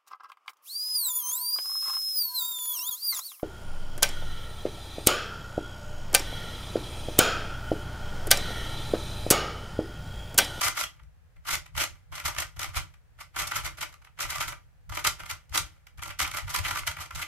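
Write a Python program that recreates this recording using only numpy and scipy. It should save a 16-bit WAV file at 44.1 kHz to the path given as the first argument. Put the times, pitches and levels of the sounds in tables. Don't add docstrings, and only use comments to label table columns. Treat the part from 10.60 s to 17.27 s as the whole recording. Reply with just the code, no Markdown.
import sys
import numpy as np
from scipy import signal
from scipy.fft import rfft, irfft, next_fast_len
from scipy.io import wavfile

SR = 44100
rng = np.random.default_rng(int(sys.argv[2]) if len(sys.argv) > 2 else 0)


def makeup_ratio(level_db):
    decades = np.asarray(level_db, float) / 20
    return 10 ** decades


def to_wav(sig):
    pcm = np.clip(np.atleast_2d(sig), -1, 1) * 32767
    pcm = np.round(pcm).astype(np.int16)
    wavfile.write(sys.argv[1], SR, pcm.T)


N = 294147

# (top of the swell t/s, relative level/dB, length scale/ms, crack over body level/dB)
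CLACKS = [(0.0164, -22.5, 7.6, -1.5), (.034, -23.5, 11, -3), (0.0493, -24.5, 18, 5), (0.068, -26.5, 15, -1),
          (0.083, -23.5, 7.7, -1), (.161, -38, 16, -6), (.1765, -28, 14.4, -6), (.2025, -32, 33, 6),
          (0.2129, -17, 1.3, -8.5), (0.239, -31.5, 11, 0), (.3983, -52, 9.1, -19.5), (.4347, -65.5, 5.2, 6),
          (0.766, -59, 7.3, -11), (.857, -43.5, 12, -11), (.8756, -33, 11.4, -3.5),
          (.8889, -26.5, 10.7, -3), (0.9124, -28.5, 13, 4), (0.938, -28.5, 23, 3), (.955, -20.5, 1.8, 0),
          (1.063, -45, 7.3, -6), (1.1548, -40, 8.5, -10.5), (1.167, -34.5, 4, -0.5), (1.1807, -23.5, 7, -4),
          (1.213, -27.5, 26, 2.5), (1.2393, -26, 7, 1), (1.528, -37, 13, -15), (1.558, -36.5, 10, 0),
          (1.5814, -31, 9.2, -11), (1.601, -36.5, 6.2, -1), (1.6621, -23.5, 13.5, -1.5),
          (1.683, -30, 9.6, -1), (1.7497, -37, 5.4, -5), (1.766, -30, 3.6, -12), (1.7872, -23.5, 7.6, -3.5),
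          (1.805, -27, 7.5, 8), (1.8257, -30, 13, -6), (1.9686, -44.5, 9, -7), (1.9956, -24.5, 3.6, -2.5),
          (2.018, -34, 7.6, -1), (2.0331, -29, 5, 1), (2.0454, -27, 3.8, -10), (2.0916, -41.5, 5.7, -7.5),
          (2.1464, -38, 2.6, -20), (2.1726, -29, 23.4, -1), (2.3422, -51, 5.8, -10.5),
          (2.589, -43, 3.3, -23), (2.611, -38, 11, -6.5), (2.752, -45, 14, -17), (2.7654, -29, 5.8, -8),
          (2.78, -32, 2.2, -8), (2.7965, -29, 16, 4), (2.8213, -29, 6.5, 1), (2.8762, -29, 8.8, 0.5),
          (2.918, -28, 10.7, -10), (2.965, -24, 13.4, -2), (3.011, -40, 2.1, -18), (3.06, -30.5, 19, -2),
          (3.0778, -30, 2.6, -8.5), (3.185, -37.5, 17, -4.5), (3.215, -28, 9.1, 0.5),
          (3.23, -29.5, 11, -4.5), (3.2947, -50, 5.6, -3), (3.3285, -49, 7.9, -6),
          (3.342, -43.5, 4.4, -7.5), (3.423, -48.5, 9.6, -16), (3.4498, -47.5, 6.4, -8.5),
          (3.473, -50, 8.7, -18), (3.579, -51, 11, -20), (3.5931, -32.5, 6.4, -9.5), (3.607, -27.5, 4.6, 2),
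          (3.6212, -33.5, 26, 9), (3.6542, -30, 3.3, -20), (3.705, -27.5, 9.1, 6),
          (3.7598, -28.5, 9.8, -6.5), (3.784, -32, 5.6, -3.5), (3.811, -23.5, 12, -5.5),
          (3.829, -32, 10, -3), (3.886, -32.5, 15.6, -3), (3.9258, -34, 10, -13.5), (4.299, -38, 6.4, -7),
          (4.325, -30, 9.2, -16), (4.355, -39, 14, 6), (4.3742, -29.5, 6.8, -5), (4.396, -34, 9.8, -4),
          (4.4495, -23.5, 10.4, -2), (4.4731, -18, 8.3, 5), (4.6032, -35, 10.5, -10.5),
          (4.636, -38, 2.6, -14), (4.663, -36.5, 8, -7.5), (4.7018, -31.5, 9, -4),
          (4.7123, -28.5, 6.3, -1.5), (4.897, -55, 4.4, 9.5), (4.9258, -39, 2.2, -32), (4.94, -39, 4.2, 4),
          (4.95, -25.5, 7.2, 1), (4.9591, -23.5, 5.1, -2), (4.9784, -20.5, 7.1, 12),
          (5.2712, -47.5, 5.4, -3), (5.3822, -48, 10, -7), (5.395, -37, 7, -17), (5.4256, -31, 8.9, -9),
          (5.436, -37, 6, 1.5), (5.4603, -32, 7.4, -10), (5.4803, -38, 8, -4), (5.4934, -35.5, 2.5, -9.5),
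          (5.508, -35.5, 11, -9.5), (5.601, -25.5, 16, 0), (5.6166, -27, 5, 1), (5.628, -24.5, 10, 1),
          (5.6515, -34.5, 21, -21), (5.667, -28, 1.6, -12), (5.6784, -31, 5, -3), (5.716, -33.5, 5.4, -3),
          (5.747, -35.5, 20, -4.5), (5.773, -31, 9.9, 0), (5.787, -22, 1.7, -14), (5.8084, -43, 4.4, -5),
          (5.8804, -36.5, 14, -13), (5.905, -31, 15, 0.5), (5.9475, -26.5, 12, -1.5), (5.963, -27, 5.3, 12),
          (5.978, -36, 3.5, 2), (5.99, -28, 6.3, -3), (6.0587, -31, 26, -5.5), (6.087, -28, 13, -6),
          (6.1132, -25.5, 8.8, -7.5), (6.157, -31, 8.1, -6), (6.175, -27.5, 9.8, -4),
          (6.191, -31, 10.3, -1), (6.235, -37, 4, -18), (6.2758, -25, 11.7, -2.5),
          (6.316, -32.5, 7.7, -6.5), (6.3706, -38, 8, -11), (6.388, -36.5, 5.8, -16),
          (6.418, -35.5, 24.5, -3.5), (6.4616, -45, 7, -2), (6.5099, -29, 4.6, -16), (6.558, -35, 12, 1),
          (6.595, -33, 32, -4.5), (6.6243, -29.5, 13, -4)]
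# (start t/s, length t/s, relative level/dB)
TURNS = [(0, 0.1, -32), (0.188, 0.027, -28), (0.871, 0.078, -35), (1.18, 0.013, -22.5),
         (1.541, 0.05, -36.5), (1.653, 0.026, -26), (1.778, 0.041, -32), (2.002, 0.042, -30.5),
         (2.147, 0.052, -34.5), (2.598, 0.019, -43), (2.774, 0.06, -27.5), (2.855, .05, -45),
         (2.945, 0.042, -28), (3.043, 0.023, -32), (3.206, 0.03, -36.5), (3.31, 0.036, -64),
         (3.61, 0.029, -25.5), (3.695, 0.053, -29.5), (3.773, 0.13, -35.5), (4.328, .07, -37.5),
         (4.457, 0.011, -23.5), (4.59, 0.073, -48), (4.693, 0.025, -35), (4.947, 0.017, -21.5),
         (5.42, .11, -53), (5.602, 0.05, -33), (5.765, 0.027, -31.5), (5.88, 0.036, -38),
         (5.94, 0.024, -25.5), (6.039, 0.13, -32.5), (6.27, 0.019, -32), (6.39, 0.042, -37.5),
         (6.53, .13, -45)]
# (f/Hz, width f/Hz, left relative level/dB, right relative level/dB)
CUBE_MODES = [(315.4, 28.6, -14, -15.5), (594.6, 37, -4.5, -12.5), (770, 27, -25, -7), (953.4, 61, -2.5, 0),
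              (973, 76, -36, 4), (1182, 57.5, -4.5, -1.5), (1390, 86, 1, -0.5), (1550, 18, -10.5, -7.5),
              (1820, 12, -29, -16.5), (1840, 160, -12.5, -10.5), (1972, 114, 1, -1.5),
              (2085, 360, -6.5, -4), (2385, 130, -4.5, -8.5), (2557, 67, -10.5, -14),
              (2884, 230, -8.5, -10), (3250, 200, -13.5, -10)]
# (f/Hz, right against left phase/rad)
CUBE_PHASE = [(312, 0.4), (606, 2.5), (743, 2.8), (926, -0.2), (1001, -2.9), (1217, -0.1), (1367, 0.8),
              (1486, 0.3), (1658, 2.9), (1820, 1.2), (1990, 0.6), (2121, 0.6), (2336, -0.4), (2649, -0.2),
              (2896, 0.9), (3198, 1.1)]
# (f/Hz, relative level per Hz/dB)
RATTLE_SPECTRUM = [(300, -62), (600, -5), (1200, -7.5), (2100, 0), (3000, -4), (4500, -17), (8000, -55.5)]
# (f/Hz, relative level per Hz/dB)
CRACK_SPECTRUM = [(2120, -17.5), (3600, -0.5), (6720, 1), (9010, -0.5), (9710, -3), (11800, -1),
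                  (14500, -7), (16000, -37)]
# (f/Hz, right against left phase/rad)
CRACK_PHASE = [(3400, -.3), (4800, -3.2), (7500, -4), (9600, -4.9), (11000, -5.7), (13500, -6.35),
               (16000, -6.4)]
# (f/Hz, relative level/dB)
SCATTER = [(6000, 0), (8500, -4), (12000, -3), (14500, -6)]
# (f/Hz, time to fall 60 dB t/s)
ROOM_DECAY = [(300, 0.3), (800, 0.18), (2000, 0.19), (5500, 0.2), (14000, 0.14)]
# (t/s, thud relative level/dB, thud f/Hz, trembling level/dB)
JOLTS = [(.051, -56, 79.6, -38.5), (.22, -56, 70, -48), (.421, -37, 53.8, -45), (.769, -41.5, 52, -47.5),
         (.92, -38, 95, -37), (1.159, -32, 88, -33.5), (1.311, -41, 60, -47), (1.521, -49, 80, -42.5),
         (1.65, -25.5, 81.5, -37), (1.779, -45, 45.8, -36), (1.966, -42, 107, -38), (2.071, -33, 84, -40.5),
         (2.165, -21, 70, -34.5), (2.572, -50, 86.4, -49.5), (2.759, -48, 80, -45), (2.809, -36, 91, -37),
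         (2.961, -40, 111, -38.5), (3.04, -29, 75, -38), (3.2, -63, 70, -43.5), (3.599, -48, 80, -49),
         (3.646, -35, 93, -39), (3.76, -48, 80, -39), (3.871, -35, 94, -39), (4.303, -24.5, 78, -35.5),
         (4.461, -43, 148, -36), (4.61, -53, 113, -44), (4.718, -45, 82, -44.5), (4.912, -32, 85, -40),
         (4.997, -44, 89, -40.5), (5.383, -32, 91.5, -44.5), (5.479, -50, 80, -42), (5.619, -40, 75, -36.5),
         (5.74, -55, 80, -44.5), (5.832, -31, 56.5, -38.5), (5.848, -46, 105, -37.5), (5.99, -31, 80, -32),
         (6.108, -40, 80.6, -39.5), (6.2, -42, 80, -40), (6.279, -42, 73.6, -39.5),
         (6.389, -57, 45.8, -44.5), (6.539, -54, 75.4, -39)]
# (f/Hz, relative level per Hz/dB)
DESK_SPECTRUM = [(15, -34), (25, -1.5), (48, 3), (70, 1), (86, 0.5), (124, -9), (156, -7), (195, -36),
                 (250, -45), (320, -63), (550, -120)]
# (f/Hz, correlation from -1 to 1)
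DESK_ALIKE = [(30, -.7), (60, -.5), (90, .1), (150, .6), (250, .4)]
# (f/Hz, relative level per Hz/dB)
HUSH_SPECTRUM = [(150, -1.5), (260, -13.5), (399, -16), (490, -9), (689, -14), (751, -11.5), (987, -16),
                 (1680, -13), (1830, -14.5), (3500, -23.5), (15500, -31.5)]

LOW_DB, LOW_FOLLOWS, LOW_VARIES_DB = 0, 0.15, 3.5
UPPER_DB, UPPER_FOLLOWS, UPPER_VARIES_DB = 0.5, 0.37, 2.5
SLIDE_RISE_DB_PER_S, SLIDE_FALL_DB_PER_S, SETTLE_DB, SETTLE_DB_PER_S = 900, 502, -10.5, 145.5
TREMBLE_LAG_S, TREMBLE_RISE_DB_PER_S, TREMBLE_FALL_DB_PER_S, REST_DB = 0.017, 343.5, 164, -58.5


def cube(ring_db=-4, rattle_db=-8, crack_db=-4.0, scattered_db=-2.5, low_room_db=-5, high_room_db=-6):
    body, edge = contact()
    size = np.repeat(rng.exponential(size=N // 30 + 1), 30)[:N]
    size = np.minimum(size, 3)

    blows = struck(body, ticks(5.4, channels=1, size=size))[None]
    ring = filtered(blows + makeup_ratio(low_room_db) * room(blows), hollow)

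    loose = np.array([struck(body, side) for side in ticks(2.2, channels=2, size=size)])
    rattle = filtered(loose, lambda hz: makeup_ratio(along(RATTLE_SPECTRUM, hz)))

    bright = makeup_ratio(rattle_db) * rattle + edge_crack(edge, size, crack_db, scattered_db)
    return makeup_ratio(ring_db) * ring + bright + makeup_ratio(high_room_db) * room(bright)


def contact(rise=0.52, fall=0.43, front=1.5, knock=0.69, snap_db=9, slide_body_db=-12, slide_crack_db=-15):
    slide_db = np.array([[slide_body_db]] * 3 + [[slide_crack_db]])
    power = per_sample(slide()) * makeup_ratio(slide_db) ** 2
    variations = rng.standard_normal((len(CLACKS), 2))
    t = np.arange(-SR // 25, SR // 10) / SR
    for (top_s, db, ms, crack_db), (low, upper) in zip(CLACKS, variations):
        low_db = LOW_DB + LOW_FOLLOWS * crack_db + LOW_VARIES_DB * low
        upper_db = UPPER_DB + UPPER_FOLLOWS * crack_db + UPPER_VARIES_DB * upper
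        u = t / (ms / 1000)
        shape = np.exp(-(u / np.where(u < 0, rise, fall)) ** 2) * (u > -front * rise)
        since_front = np.maximum(t + front * rise * ms / 1000, 0)
        shape = shape * (1 + makeup_ratio(snap_db) * np.exp(-since_front / 0.00025))
        edge_share = 1 / (1 + makeup_ratio(-crack_db) ** 2)
        body_shares = (1 - edge_share) * makeup_ratio(np.array([low_db, 0, upper_db])) ** 2
        shares = np.append(body_shares, edge_share)
        middle = 0.75 * np.exp(-(u / knock) ** 2)
        burst = shares[:, None] * shape * [middle, middle, middle, np.ones_like(u)]
        at = np.round((top_s + t) * SR).astype(int)
        inside = (at >= 0) & (at < N)
        power[:, at[inside]] += makeup_ratio(db) ** 2 * burst[:, inside]
    return np.sqrt(power[:3]), np.sqrt(power[3])


def slide():
    total = 0
    for start_s, long_s, db in TURNS:
        turning = swell(start_s, long_s, SLIDE_RISE_DB_PER_S, SLIDE_FALL_DB_PER_S)
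        settling = swell(start_s, long_s, SLIDE_RISE_DB_PER_S, SETTLE_DB_PER_S)
        total = total + makeup_ratio(db) ** 2 * (turning + makeup_ratio(SETTLE_DB) ** 2 * settling)
    return total


def ticks(spread_db, channels, size):
    return unit(makeup_ratio(spread_db * size) * rng.standard_normal((channels, N)))


def struck(body, noise, low_hz=680, upper_hz=1700):
    def parts(hz):
        above_low = 1 / (1 + (low_hz / (hz + 1)) ** 8)
        above_upper = 1 / (1 + (upper_hz / (hz + 1)) ** 8)
        return np.array([1 - above_low, above_low - above_upper, above_upper])

    return filtered(body * noise, parts).sum(axis=0)


def hollow(hz):
    half = 0.5j * np.array([[-1], [1]])
    total = 0
    for k, (centre, width, left_db, right_db) in enumerate(CUBE_MODES):
        resonance = 1j * hz * width / (centre * centre - hz * hz + 1j * hz * width)
        sides = makeup_ratio([[left_db], [right_db]]) * np.exp(half * along(CUBE_PHASE, centre))
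        total = total + (-1) ** k * sides * resonance
    return total


def edge_crack(edge, size, crack_db, scattered_db):
    def late(hz):
        return makeup_ratio(along(CRACK_SPECTRUM, hz)) * np.exp(1j * along(CRACK_PHASE, hz) * np.array([[0], [1]]))

    straight = ticks(4.2, channels=1, size=size)
    scattered = filtered(ticks(1.3, channels=2, size=size), lambda hz: makeup_ratio(along(SCATTER, hz)))
    return filtered(edge * (makeup_ratio(crack_db) * straight + makeup_ratio(scattered_db) * scattered), late)


def room(x):
    out = np.zeros((len(x), N + 2 * SR))
    step, long = SR // 10, SR // 2
    for start in range(0, N, step):
        hz, t, z = signal.stft(rng.standard_normal((len(x), long)), SR, nperseg=256)
        fading = z * makeup_ratio(-60 * t / along(ROOM_DECAY, hz)[:, None])
        tail = signal.istft(fading, SR, nperseg=256)[1]
        echo = signal.fftconvolve(x[:, start:start + step], tail / np.linalg.norm(tail[0]), axes=1)
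        out[:, start + 260:][:, :echo.shape[1]] += echo
    return out[:, :N]


def desk(right_db=-1.5, right_ms=3, t60_s=0.11):
    thuds = np.zeros(N + SR)
    t = np.arange(SR // 5) / SR
    for s, db, hz, _ in JOLTS:
        envelope = makeup_ratio(db - 60 * t / t60_s) * (1 - np.exp(-t / 0.003))
        thuds[round(s * SR):][:len(t)] += envelope * np.sin(2 * np.pi * hz * t)
    left = thuds[:N]
    late = np.interp(np.arange(N) - right_ms * SR / 1000, np.arange(N), left)
    return tremble() * stereo_noise(DESK_SPECTRUM, DESK_ALIKE) + [left, makeup_ratio(right_db) * late]


def tremble():
    power = makeup_ratio(REST_DB) ** 2
    for s, _, _, db in JOLTS:
        jolt = swell(s + TREMBLE_LAG_S, 0, TREMBLE_RISE_DB_PER_S, TREMBLE_FALL_DB_PER_S)
        power = power + makeup_ratio(db) ** 2 * jolt
    return per_sample(np.sqrt(power))


def hush(level_db=-68):
    return makeup_ratio(level_db) * stereo_noise(HUSH_SPECTRUM, [(300, 0.1), (1000, 0.16), (5000, 0.022)])


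def stereo_noise(spectrum, alike):
    def mid_side(hz):
        angle = np.arccos(np.clip(along(alike, hz), -1, 1)) / 2
        return makeup_ratio(along(spectrum, hz)) * [np.cos(angle), np.sin(angle)]

    mid, side = filtered(rng.standard_normal((2, N)), mid_side)
    return unit(np.array([mid + side, mid - side]))


def swell(start_s, hold_s, rise_db_per_s, fall_db_per_s):
    t = np.arange(N * 1000 // SR + 2) / 1000 - start_s
    level_db = rise_db_per_s * np.minimum(t, 0) - fall_db_per_s * np.maximum(t - hold_s, 0)
    return makeup_ratio(level_db) ** 2


def per_sample(slow):
    return np.interp(np.arange(N) * 1000 / SR, np.arange(len(slow)), slow)


def filtered(x, response):
    m = next_fast_len(N + SR // 4)
    gain = response(np.fft.rfftfreq(m, 1 / SR))
    gain = gain / np.sqrt(np.mean(abs(gain) ** 2))
    return irfft(rfft(x, m) * gain, m)[..., :N]


def along(points, hz):
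    f, v = np.transpose(points)
    return np.interp(np.log(hz + 1), np.log(f + 1), v)


def unit(x):
    return x / np.sqrt(np.mean(x ** 2) + 1e-20)


def scene():
    return cube() + desk() + hush()


def top_cut(x):
    return signal.sosfilt(signal.butter(12, 16650, fs=SR, output="sos"), x)


def record(dry, top_hz=15900):
    m = next_fast_len(N)
    rolloff = 1 / (1 + (np.fft.rfftfreq(m, 1 / SR) / top_hz) ** 80)
    kept = irfft(rfft(dry, m) * rolloff, m)[:, :N]
    return top_cut(kept)


dry = scene()
out = record(dry)
to_wav(out)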